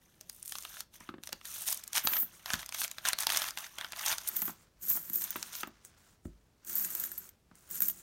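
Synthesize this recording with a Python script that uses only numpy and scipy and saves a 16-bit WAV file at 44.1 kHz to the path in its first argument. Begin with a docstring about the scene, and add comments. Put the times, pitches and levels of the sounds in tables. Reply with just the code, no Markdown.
"""Coin roll torn open

Hands pick at a paper roll of nickels and tear it open over a rubber mat on a wooden table, close by in a
small quiet room. The wrapper snaps, crinkles and rips: noise bursts, brief panel notes and ringing facets.
Coins spill and are spread over the mat: high struck modes ring, stick-slip grains scrape and drag.
Drops clack on the mat and thud through the table's modes, over a faint bed of coloured noise."""
import sys
import numpy as np
from scipy import signal
from scipy.fft import rfft, irfft
from scipy.io import wavfile
from scipy.ndimage import uniform_filter1d

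SR = 44100
rng = np.random.default_rng(int(sys.argv[2]) if len(sys.argv) > 2 else 0)


def transcribe(u):
    """Save the signal u as a 16-bit wav file named by the first command-line argument.

    u: samples, shape (n,) or (channels, n), limited to [-1, 1]; the rate is SR.
    q: integer samples, one column per channel.
    """
    v = np.clip(np.atleast_2d(u).T, -1, 1)
    q = np.round(v * 32767).astype(np.int16)
    wavfile.write(sys.argv[1], SR, q)


N = 354021
TIME = np.arange(N) / SR

# Event and mode levels are relative: each layer sets its own balance on top of them.
# loud snaps of the wrapper as it is torn and then put aside:
# start_s, level_db, brightness_db (fibre hiss over panel note), panel_pitch_hz
WRAPPER_SNAPS = [(0.2104, -45, 14.5, 620), (0.2968, -40, 14, 1920), (0.4282, -39.5, 30, 1140),
                 (0.458, -40, 34, 1430), (0.4786, -38, 30, 1930), (0.4947, -39, 28, 1850),
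                 (0.5218, -36.5, 8.5, 1790), (0.554, -39, 3.5, 1190), (0.585, -39.5, 13, 1130),
                 (0.6241, -44, 18, 1890), (0.6509, -43, -6, 1250), (0.769, -49.5, -10, 1390),
                 (0.8055, -36.5, 12.5, 1360), (1.0043, -52, 14, 1290), (1.2356, -43, 6.5, 1530),
                 (1.273, -40.5, 10, 2080), (1.2911, -46, 4.5, 583), (1.3238, -52, -4, 1790),
                 (1.3284, -33, 5.5, 1720), (1.413, -53.5, -6, 1270), (1.4538, -43, 9.5, 1860),
                 (1.6859, -30.5, 9, 1770), (1.7271, -29, 15.5, 1065), (1.7742, -39, 27, 1300),
                 (1.838, -37, 26, 1720), (1.8775, -40, 20, 2240), (1.9316, -34.5, 12.5, 2140),
                 (1.9618, -35, 9, 1470), (1.9797, -28, 4, 2320), (2.0722, -25, 2, 930),
                 (2.1342, -35.5, -3, 2360), (2.168, -34.5, 0, 1990), (2.4591, -37.5, 1, 1900),
                 (2.5037, -34.5, -4, 1680), (2.535, -28.5, 4.5, 1890), (2.54, -34.5, 0, 1580),
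                 (2.5928, -44.5, 1, 1690), (2.6291, -46, -9, 1940), (2.6611, -40.5, 15, 1970),
                 (2.691, -40, 8.5, 1920), (2.724, -42, 2.5, 2550), (2.7455, -36, 5.5, 2400),
                 (2.8405, -32.5, 15, 2400), (2.879, -41.5, 10, 2340), (2.914, -38, 11.5, 2410),
                 (2.9833, -39.5, -3, 2160), (3.0525, -32, 1, 1670), (3.058, -36, -2, 1680),
                 (3.0866, -25, 15, 1780), (3.1318, -27.5, 2, 1650), (3.187, -30.5, 10, 2326),
                 (3.206, -31, 23, 1950), (3.2332, -35.5, 4.5, 1725), (3.2689, -24, 7, 913),
                 (3.2925, -37, -8.5, 1670), (3.3019, -30, -1, 1930), (3.3331, -38, 1, 950),
                 (3.3472, -35, -2, 1870), (3.3615, -32, 1.5, 1700), (3.3721, -23.5, 11.5, 1420),
                 (3.419, -31.5, 0, 2415), (3.4415, -37, -2, 2550), (3.486, -38, 1, 1700),
                 (3.507, -38.5, 12, 1397), (3.574, -36, 0, 2040), (3.586, -39, 14, 1230),
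                 (3.643, -46, -3, 2370), (3.7847, -37.5, -0.5, 1480), (3.8114, -39.5, -1, 1710),
                 (3.822, -52, -5, 1480), (3.8456, -39, -7, 1490), (3.9217, -40.5, 6, 1680),
                 (3.9325, -42, -16, 1400), (3.9626, -44.5, 11, 1110), (3.9933, -37.5, 7.5, 2000),
                 (4.0618, -29.5, 15, 806), (4.0824, -31.5, 12.5, 1940), (4.1043, -38, -1, 1630),
                 (4.1275, -35, -1, 1440), (4.1827, -33.5, 11, 1400), (4.276, -29.5, 32, 1390),
                 (5.4281, -34.5, 10, 1620), (5.5525, -37.5, 12, 1510), (5.6324, -40, -19, 1270)]
# coin against coin: start_s, pitch_hz, ring_db, t60_s, tick_db
COIN_CLINKS = [(2.052, 14100, -30, .14, -47), (2.136, 11900, -33, 0.15, -35),
               (2.1874, 15000, -29, .14, -51), (2.202, 15000, -31, 0.13, -55),
               (2.228, 12230, -33, 0.099, -58), (4.2886, 13000, -30.5, .03, -36),
               (4.366, 14780, -30, .055, -33.5), (4.4194, 13100, -30.5, 0.16, -33),
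               (4.4547, 14400, -31.5, .16, -58), (4.901, 12700, -26, 0.052, -39),
               (4.916, 14650, -28, .04, -47), (5.0986, 14460, -37, .04, -41), (5.133, 12100, -33, .11, -54),
               (5.1565, 14700, -25, .076, -51), (5.212, 12520, -41, .05, -42),
               (5.2185, 12590, -37, .05, -38), (5.2398, 12900, -33, .054, -34),
               (5.3056, 15200, -33, .042, -37), (5.362, 14600, -37.5, .06, -64),
               (5.608, 12780, -45, .048, -40), (5.673, 14730, -51, .05, -52),
               (5.8493, 12660, -71, .05, -44.5), (6.6484, 12500, -52, .04, -50),
               (6.697, 14980, -38, .04, -40.5), (6.755, 13400, -29.5, .047, -47),
               (6.7815, 11960, -32.5, 0.3, -56), (6.848, 13020, -44, .04, -31.5),
               (6.904, 12300, -38, .14, -43), (6.9509, 14360, -32.5, 0.049, -39),
               (6.9992, 13400, -34, .06, -38.5), (7.0383, 14950, -31, .067, -35),
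               (7.1166, 13200, -40, .11, -40.5), (7.1794, 12900, -35, .086, -47),
               (7.2908, 13400, -53, 0.054, -49.5), (7.5546, 15000, -71, .04, -54),
               (7.711, 15090, -36, .05, -48), (7.7549, 11960, -39, .045, -37.5),
               (7.8044, 12860, -28, .044, -37), (7.82, 14440, -23.5, .08, -32),
               (7.884, 14400, -26, .08, -38), (7.8983, 14500, -31, 0.063, -38)]
# roll, coins and hands landing on the mat: start_s, thud_pitch_hz, thud_db, clack_db
MAT_KNOCKS = [(1.0073, 158, -54, -53), (1.09, 315, -47.5, -40), (1.14, 364, -48.5, -50),
              (1.1826, 318, -56, -56.5), (1.33, 536, -52, -54), (2.047, 220, -47.5, -43),
              (2.1198, 390, -56, -45), (2.2286, 219, -53, -47), (2.5348, 164, -48, -35),
              (4.422, 227, -51.5, -42), (4.4791, 330, -49.5, -40), (4.495, 200, -54, -45.5),
              (4.908, 180, -54, -46), (4.9531, 300, -58, -48), (4.9725, 230, -59, -45.5),
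              (5.1011, 205, -52, -68), (5.3577, 370, -47.5, -36.5), (5.6335, 353, -51, -39.5),
              (5.6732, 310, -52.5, -48.5), (6.2533, 610, -53, -59.5), (7.5135, 200, -59, -58),
              (7.8203, 242, -55.5, -51), (7.884, 166, -56.5, -60)]
# soft bumps against the table: start_s, thud_pitch_hz, thud_db, sway_db
TABLE_BUMPS = [(2.535, 161, -48, -62), (6.254, 333, -42.5, -55.5)]
# modes of the table top: pitch_hz, level_db, t60_s
TABLE_TOP_MODES = [(134, -1, 0.062), (169.2, 0, 0.06), (208, -0.5, 0.062), (227, -2.5, 0.06),
                   (338, 0, 0.085), (376.4, -4, 0.1), (541.5, -10, 0.16), (670, -10, 0.06)]
# lowest bending modes of the loose coins: pitch_hz, level_db
COIN_BENDING_MODES = [(11940, 4), (12020, -4.5), (12400, -1), (12650, -8), (12790, 3.5), (12900, -1.5),
                      (13020, 1), (13390, -2.5), (13600, -2), (13860, -4), (14130, -11), (14340, 0.5),
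                      (14440, -0.5), (14650, -2.5), (14800, 1), (15020, -8), (15390, 1)]
# rubs and rips of the wrapper: start_s, length_s, fibre_crackle_db, sheet_flutter_db, swell_db (over the length)
WRAPPER_RUBS = [(0.02, 0.21, -72.5, -75.5, -4), (0.22, 0.25, -66, -74.5, 6), (0.5, 0.093, -53.5, -70, 0),
                (0.61, .195, -52.5, -61.5, 6.5), (0.94, 0.018, -55, -62.5, 3.5),
                (1.01, 0.085, -64, -63, -5), (1.24, 0.22, -65.5, -72, -11), (1.455, 0.18, -47, -58, 2.5),
                (1.675, 0.055, -38.5, -51, -3.5), (1.745, 0.056, -50, -60, -4.5),
                (1.955, 0.022, -31, -37, 1.5), (2.0, 0.17, -50.5, -49.5, 10.5), (2.47, .075, -45, -45.5, 7),
                (2.56, 0.059, -52.5, -53, 7), (2.745, 0.043, -45.5, -55.5, -6),
                (2.79, 0.058, -40, -55.5, -2), (3.06, 0.03, -35.5, -34.5, 3),
                (3.205, 0.044, -40, -46.5, -10), (3.295, 0.08, -36.5, -41, 1.5),
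                (3.39, 0.097, -41, -43, -2.5), (3.58, 0.085, -49.5, -51.5, -3.5),
                (3.79, 0.066, -59, -48.5, -6), (3.97, 0.071, -45.5, -45.5, 3.5),
                (4.06, 0.068, -34, -37.5, 0.5), (4.15, .12, -53.5, -57.5, 4), (4.28, 0.19, -56, -58.5, -6),
                (5.22, 0.28, -51.5, -57.5, -5.5), (5.53, 0.083, -47, -59, -2.5)]
# the wrapper rustles faintly in the grip all through the tearing:
# start_s, length_s, fibre_crackle_db, sheet_flutter_db, swell_db
GRIP_RUSTLE = [(1.449, 2.85, -61.5, -63.5, 5.5)]
# pushes that slide coins over each other: start_s, length_s, ring_db, scrape_db, swell_db
COIN_PUSHES = [(2.045, 0.18, -31, -50, 4.5), (2.34, .04, -73, -60.5, -7), (4.3, 0.038, -51, -54, 12),
               (4.365, 0.087, -36.5, -47, -12), (4.475, 0.029, -44, -47.5, -6),
               (4.55, 0.083, -75, -69.5, 0), (4.828, .047, -40, -47, 0), (4.89, 0.082, -28.5, -40.5, -6),
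               (4.99, 0.16, -45.5, -54, -2), (5.14, 0.11, -36, -45.5, -5), (5.27, 0.2, -64, -57, 4),
               (5.55, 0.064, -45, -60, -4), (5.855, 0.034, -75, -60, -10), (5.98, 0.16, -78, -71.5, -2),
               (6.255, .01, -76, -62, -4), (6.67, 0.061, -41.5, -45.5, 7), (6.755, .1, -32.5, -41, -1),
               (6.87, 0.072, -46, -48.5, 7), (6.955, .11, -39, -45, 1.5), (7.09, .18, -54, -55, -3),
               (7.56, 0.12, -73, -66, 1), (7.705, 0.077, -42, -46, 5), (7.822, .078, -35, -41.5, -6.5),
               (7.93, 0.072, -59, -56, 2)]
# hands and coins dragging slowly over the mat: start_s, length_s, level_db, swell_db
MAT_DRAGS = [(4.3, 0.2, -57.5, -2.5), (4.61, 0.02, -70, 3), (4.85, 0.793, -62, 4.5), (5.75, 0.36, -70, 1),
             (6.3, .3, -81.5, -9.5), (6.72, 0.32, -56.5, 0.5), (7.07, 0.19, -65, 0), (7.56, 0.099, -72, -2),
             (7.72, 0.15, -62, -1), (7.96, 0.076, -67.5, 0)]
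# fingertips and paper skimming over taut paper: start_s, length_s, level_db, swell_db
PAPER_BRUSHES = [(.31, 0.088, -57.5, 2), (.45, .05, -50, 9), (.51, 0.14, -52, 0), (1.25, 0.022, -60, -3),
                 (1.47, 0.22, -45.5, 10), (1.68, 0.058, -35.5, 0), (2.795, 0.05, -39, -3),
                 (3.21, 0.013, -44, -0.5), (3.585, 0.03, -53, -9), (4.28, 0.012, -37, -3)]

# Colours: each spectrum only shapes, the filter keeps overall power.
# paper fibres tearing: frequency_hz, level_db
FIBRE_COLOUR = [(500, -24), (1500, -16), (2600, -3), (3700, 1.5), (4800, -3.5), (6200, 6), (7600, -3.5),
                (9300, 2.5), (10600, -3), (13000, 2), (16000, -6)]
# paper sheet flapping: frequency_hz, level_db
SHEET_COLOUR = [(150, -23), (420, -30), (620, 2), (850, 4), (1250, 6.5), (1700, 8), (2400, 2.5), (3600, 4),
                (7000, -59)]
# finest fibres hissing: frequency_hz, level_db
HISS_COLOUR = [(2000, -47.5), (5500, -11.5), (7500, -6.5), (9300, 2), (10800, -5), (13000, 0), (16000, -8)]
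# coin rims scraping and ticking: frequency_hz, level_db
SCRAPE_COLOUR = [(400, -52.5), (1500, 0.5), (2500, -8), (3700, -5.5), (4900, -7), (6600, 4.5), (9300, 4.5),
                 (10600, -1), (12500, -8), (16000, 1)]
# dull clack of a drop on the mat: frequency_hz, level_db
CLACK_COLOUR = [(200, -17.5), (450, -8), (700, -0.5), (1300, 5), (1900, -2.5), (2600, -7.5), (3600, -9),
                (5500, -25.5), (12000, -46)]
# friction over the mat: frequency_hz, level_db
DRAG_COLOUR = [(200, -10), (480, -11), (750, -6.5), (1400, -0.5), (1900, -5), (2600, -7), (3700, -8.5),
               (6000, -8), (12000, -24)]
# still air of the room: frequency_hz, level_db
AIR_COLOUR = [(15, -22.5), (28, -17), (50, -6.5), (90, -9.5), (180, -14.5), (330, -20.5), (500, -21.5),
              (1400, -33), (3000, -35.5), (7000, -37.5), (16000, -42)]
# noise of coins jolting each other: frequency_hz, level_db
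CHATTER_COLOUR = [(9000, -26.5), (12200, 1.5), (15500, -6)]
# reflections from the walls: frequency_hz, level_db
WALL_COLOUR = [(100, 13.0), (1500, 4.5), (5000, 3.5), (10000, -12.5), (16000, -6.5)]

AIR_DB, CUTOFF_HZ = -69, 15900
SWAY_HZ, SWAY_T60_S = 51.5, 0.49
CRACK_HZ, CRACK_OCTAVES_PER_DB = 3700, .052  # a brighter snap cracks higher
CRACK_DB, PANEL_DB, FLAP_DB, HISS_DB = 0, -2, -1, -0.5  # parts of a snap, against its level
CRACK_LOSS = 0.075  # dB of crack lost for each dB of brightness: fibres parting alone hardly crack
FIRST_SLIP_S, FIRST_SLIP_DB = 0.0039, -13  # typical lead: a crease slips a little before it gives way
SMALL_SNAPS_PER_S = 16
SMALL_SNAP_DB, SMALL_SNAP_SPREAD_DB = 0.5, 3.5  # against the crackle level of the moment
SMALL_BRIGHT_DB, SMALL_BRIGHT_SPREAD_DB = 7.5, 8
SMALL_PANEL_HZ = 1770  # centre, drawn up to half an octave either way
RUB_ATTACK_DB_PER_S, RUB_RELEASE_DB_PER_S = 851.5, 521.5
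PUSH_ATTACK_DB_PER_S, PUSH_RELEASE_DB_PER_S = 1000, 520
DRAG_ATTACK_DB_PER_S, DRAG_RELEASE_DB_PER_S = 178, 149
BRUSH_ATTACK_DB_PER_S, BRUSH_RELEASE_DB_PER_S = 1099, 705


def from_db(db):
    """Decibels to gain."""
    return 10 ** (np.asarray(db) / 20)


def unit_energy(x):
    """Scale so that the squares sum to one."""
    return x / np.sqrt(np.sum(x ** 2) + 1e-20)


def fade(t60):
    """An exponential decay, followed down to -60 dB."""
    return from_db(-60 * TIME[:int(t60 * SR) + 2] / t60)


def tone(hz, t60):
    """One struck mode: a decaying sine."""
    decay = fade(t60)
    return decay * np.sin(2 * np.pi * hz * TIME[:len(decay)])


def through(x, response):
    """Pass a sound through an impulse response."""
    return signal.oaconvolve(x, response)[:len(x)]


def coloured(x, spectrum, size=2048):
    """Causal (minimum-phase) filter that keeps the power of white noise."""
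    hz, db = np.transpose(spectrum)
    bin_hz = np.arange(size // 2 + 1) * SR / size
    shape_db = np.interp(np.log(bin_hz + 1), np.log(hz), db)
    # folding the cepstrum forward in time gives minimum phase
    cepstrum = irfft(np.log(from_db(shape_db)))
    cepstrum[1:size // 2] *= 2
    response = irfft(np.exp(rfft(cepstrum[:size // 2], size)))
    return through(x, unit_energy(response))


def evened(x, span):
    """Hold the rms near one over a span of seconds, leaving the finer grain."""
    width = int(span * SR)
    power = uniform_filter1d(uniform_filter1d(x ** 2, width), width)
    return x / np.sqrt(np.maximum(power, 0) + 1e-6 * np.mean(x ** 2))


def resonant(x, hz, q):
    """A broad resonance with gain one at its centre."""
    return signal.lfilter(*signal.iirpeak(min(hz, .4 * SR), max(q, 1), fs=SR), x)


def ringing(x, hz, t60):
    """One mode driven by a signal; a unit impulse gives about unit energy."""
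    radius = from_db(-60 / (t60 * SR))
    angle = 2 * np.pi * hz / SR
    gain = np.sqrt(2 * (1 - radius * radius)) * np.sin(angle)
    return signal.lfilter([gain], [1, -2 * radius * np.cos(angle), radius * radius], x + 1e-18)


def add(track, s, sound, db, span):
    """Place a sound whose energy equals db of rms lasting span seconds."""
    at = int(s * SR)
    part = unit_energy(sound)[:N - at]
    track[at:at + len(part)] += from_db(db) * np.sqrt(span * SR) * part


def burst(t60, tail_db, tail_t60):
    """A contact: noise that dies at once, with a weaker, longer tail."""
    t = TIME[:SR // 10]
    onset = from_db(-60 * t / t60)
    tail = from_db(tail_db - 60 * t / tail_t60)
    return rng.standard_normal(len(t)) * (onset + tail)


def slips(per_s, spread_db):
    """Random stick-slip impulses, mostly small and a few large."""
    when, size = rng.random((int(per_s * N / SR), 2)).T
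    impulses = np.zeros(N)
    impulses[(when * N).astype(int)] = from_db(spread_db * np.minimum(-np.log1p(-size), 4.5))
    return impulses


def grains(impulses, t60):
    """Each impulse sets off a tiny noise burst of its own."""
    return through(impulses, fade(t60)) * rng.standard_normal(N)


def pops(per_s, spread_db, low_hz, high_hz, cycles, count=20):
    """Each slip rings one of a set of small facets, which decays within a given number of cycles."""
    pitches = np.geomspace(low_hz, high_hz, count)
    # higher facets cover more bandwidth, so they carry more energy
    return sum(np.sqrt(hz) * ringing(slips(per_s / count, spread_db), hz, cycles / hz) for hz in pitches)


def strokes(rows, attack_db_per_s, release_db_per_s):
    """Strokes of the hand rise, swell or ease, then die; one gain curve for each level column."""
    t, power = TIME[::32], 0
    for s, length, *levels_db, swell_db in rows:
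        held_db = swell_db * (np.clip((t - s) / length, 0, 1) - .5)
        rise_db = attack_db_per_s * np.maximum(s - t, 0)
        fall_db = release_db_per_s * np.maximum(t - s - length, 0)
        curve_db = held_db - np.minimum(rise_db + fall_db, 120)
        power = power + from_db(np.add.outer(levels_db, curve_db)) ** 2
    return [np.interp(TIME, t, np.sqrt(p)) for p in power]


def still_air():
    """The room's faint steady noise, strongest in the bass."""
    return from_db(AIR_DB) * coloured(rng.standard_normal(N), AIR_COLOUR, size=8192)


def room(x, t60, wet_db):
    """Diffuse reflections from the walls, weaker in the treble."""
    decay = fade(t60)
    late = TIME[:len(decay)] > .005
    tail = coloured(rng.standard_normal(len(decay)) * decay * late, WALL_COLOUR)
    return x + from_db(wet_db) * through(x, unit_energy(tail))


def table(force):
    """The table top's answer to blows through the mat; it radiates little below its first mode."""
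    response = np.zeros(N)
    for hz, db, t60 in TABLE_TOP_MODES:
        add(response, 0, tone(hz, t60) * rng.choice([-1, 1]), db, span=t60)
    highpass = signal.butter(2, 115, "high", fs=SR, output="sos")
    response = signal.sosfilt(highpass, response[:SR // 2])
    return through(force, unit_energy(response))


def knocks():
    """The mat softens each drop to a dull clack; the table thuds beneath and sways after a bump."""
    force, give, clack, sway = np.zeros((4, N))
    for s, hz, thud_db, clack_db in MAT_KNOCKS:
        # the load bounces on the rubber for a few cycles, lower when it is heavier
        add(give, s, tone(hz, t60=13 / hz), thud_db - 5, span=0.012)
        add(force, s, tone(hz, t60=3 / hz), thud_db - 21.5, span=0.044)
        add(clack, s, burst(t60=.016, tail_db=-8, tail_t60=.055), clack_db, span=.007)
    for s, hz, thud_db, sway_db in TABLE_BUMPS:
        add(force, s, tone(hz, t60=3 / hz), thud_db - 17, span=0.019)
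        add(sway, s + 0.011, tone(SWAY_HZ, SWAY_T60_S), sway_db, span=0.088)
        add(sway, s, tone(hz=78.7, t60=0.1215), sway_db, span=0.087)
    return table(force) + give + coloured(clack, CLACK_COLOUR) + sway


def sliding():
    """Rims scrape over faces, every coin rings on its own contacts, and the heap drags over the mat."""
    ring, scrape = strokes(COIN_PUSHES, PUSH_ATTACK_DB_PER_S, PUSH_RELEASE_DB_PER_S)
    push, = strokes(MAT_DRAGS, DRAG_ATTACK_DB_PER_S, DRAG_RELEASE_DB_PER_S)
    contacts = grains(slips(per_s=1500, spread_db=4.0), t60=.004)
    squeaks = pops(per_s=3000, spread_db=3.0, low_hz=4500, high_hz=15500, cycles=50)
    rasp = evened(unit_energy(contacts) + unit_energy(squeaks), span=0.14)
    chime = np.zeros(N)
    for hz, db in COIN_BENDING_MODES:
        free = ringing(slips(per_s=18, spread_db=4.0), hz, t60=.07)
        # a coin pinned under its neighbours rings off pitch and dies at once
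        held_hz = hz + rng.uniform(-100, 350)
        held = ringing(slips(per_s=120, spread_db=4.0), held_hz, t60=.012)
        chime += from_db(db) * (unit_energy(free) + unit_energy(held))
    chime = signal.sosfilt(signal.butter(2, 10500, "high", fs=SR, output="sos"), chime)
    ringing_metal = from_db(-2.5) * ring * evened(chime, span=0.036)
    scraping_metal = scrape * coloured(rasp, SCRAPE_COLOUR)
    friction = evened(grains(slips(per_s=2500, spread_db=2.5), t60=.015), span=.04)
    drag = from_db(1) * push * coloured(friction, DRAG_COLOUR)
    # the heap's weight rumbles even under a light push
    rumble = from_db(-31.5) * scrape ** 0.67 * table(rng.standard_normal(N))
    return ringing_metal + scraping_metal + drag + rumble


def clinks():
    """A struck coin rings with a close pair of modes and jolts a neighbour; fingers and mat damp them soon."""
    rings, chatter, ticks = np.zeros((3, N))
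    for s, hz, ring_db, t60, tick_db in COIN_CLINKS:
        neighbour_hz = COIN_BENDING_MODES[rng.integers(len(COIN_BENDING_MODES))][0]
        pair_hz = hz + rng.uniform(-260, 260)
        for mode_hz, mode_db in [(hz, -3), (pair_hz, -9), (neighbour_hz, -11)]:
            add(rings, s, tone(mode_hz, t60), ring_db + mode_db, span=0.0024 + t60 / 14)
        add(chatter, s, burst(t60=.009, tail_db=-12, tail_t60=.05), ring_db - 4, span=.008)
        add(ticks, s, burst(t60=.008, tail_db=-10, tail_t60=.022), tick_db, span=.0035)
    return rings + coloured(chatter, CHATTER_COLOUR) + coloured(ticks, SCRAPE_COLOUR)


def brushing():
    """Skimming contact catches only the finest fibres: a thin, bright, grainy hiss."""
    level, = strokes(PAPER_BRUSHES, BRUSH_ATTACK_DB_PER_S, BRUSH_RELEASE_DB_PER_S)
    catches = grains(slips(per_s=1400, spread_db=5.0), t60=.006)
    return level * coloured(evened(catches, span=0.069), HISS_COLOUR)


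def rubbing():
    """How hard the fibres crackle and the sheet flutters under the fingers."""
    return strokes(WRAPPER_RUBS + GRIP_RUSTLE, RUB_ATTACK_DB_PER_S, RUB_RELEASE_DB_PER_S)


def tearing():
    """Fibres part in quick uneven runs; small facets of the sheet pop, larger ones lower and longer."""
    crackle, flutter = rubbing()
    breaks = grains(slips(per_s=2600, spread_db=3.2), t60=.007)
    facets = pops(per_s=3400, spread_db=3.4, low_hz=2200, high_hz=15500, cycles=40)
    fibres = coloured(evened(unit_energy(breaks) + unit_energy(facets), span=0.12), FIBRE_COLOUR)
    panels = pops(per_s=1300, spread_db=3.0, low_hz=500, high_hz=3600, cycles=28)
    sheet = coloured(evened(panels, span=0.056), SHEET_COLOUR)
    # the hands lean on the roll and set the table rumbling faintly
    handling = from_db(-70.0) * crackle ** .15 * table(rng.standard_normal(N))
    return from_db(-0.5) * crackle * fibres + from_db(-9.0) * flutter * sheet + handling


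def small_snaps():
    """Lesser creases give way at random, louder the harder the wrapper is worked; rows as in WRAPPER_SNAPS."""
    crackle, _ = rubbing()
    when, size, bright, pitch = rng.uniform(-1, 1, (int(SMALL_SNAPS_PER_S * N / SR), 4)).T
    s = (when + 1) / 2 * TIME[-1]
    crackle_db = 20 * np.log10(np.interp(s, TIME, crackle))
    db = crackle_db + SMALL_SNAP_DB + SMALL_SNAP_SPREAD_DB * size
    bright_db = SMALL_BRIGHT_DB + SMALL_BRIGHT_SPREAD_DB * bright
    panel_hz = SMALL_PANEL_HZ * 2 ** (pitch / 2)
    return list(zip(s, db, bright_db, panel_hz))


def snaps():
    """A crease gives way: a crack, a spit of fibres, and a brief note from the freed panel."""
    panel, flap, crack, hiss = np.zeros((4, N))
    for s, db, bright_db, panel_hz in WRAPPER_SNAPS + small_snaps():
        # brightness shares the energy between the panel and the fibres
        panel_db = db - 10 * np.log10(1 + from_db(bright_db) ** 2)
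        crack_hz = CRACK_HZ * 2 ** (CRACK_OCTAVES_PER_DB * bright_db)
        sharp = resonant(burst(t60=0.0073, tail_db=-7, tail_t60=0.026), crack_hz, q=1.7)
        spit = burst(t60=.004, tail_db=-11.5, tail_t60=0.01614)
        slip = burst(t60=.005, tail_db=-12, tail_t60=.016)
        slip_s = max(s - FIRST_SLIP_S * rng.uniform(.6, 1.4), 0)
        add(crack, slip_s, slip, db + FIRST_SLIP_DB, span=.0047)
        add(panel, s, tone(panel_hz, t60=20 / panel_hz), panel_db + PANEL_DB, span=.005)
        add(flap, s, burst(t60=.008, tail_db=-2, tail_t60=.035), panel_db + FLAP_DB, span=.005)
        add(crack, s, sharp, db + CRACK_DB - CRACK_LOSS * bright_db, span=.0047)
        add(hiss, s, spit, panel_db + bright_db + HISS_DB, span=.0028)
    crack = signal.sosfilt(signal.butter(2, [1800, 9000], "band", fs=SR, output="sos"), crack)
    return panel + coloured(flap, SHEET_COLOUR) + crack + coloured(hiss, HISS_COLOUR)


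def scene():
    """Table, coins and wrapper in the still air of the room."""
    close = knocks() + sliding() + clinks() + brushing() + tearing() + snaps()
    return (room(close, t60=0.22, wet_db=-17.5) + still_air())[None]


def record(dry):
    """The top is cut steeply."""
    return signal.sosfilt(signal.ellip(10, .2, 70, CUTOFF_HZ, fs=SR, output="sos"), dry)


dry = scene()
out = record(dry)
transcribe(out)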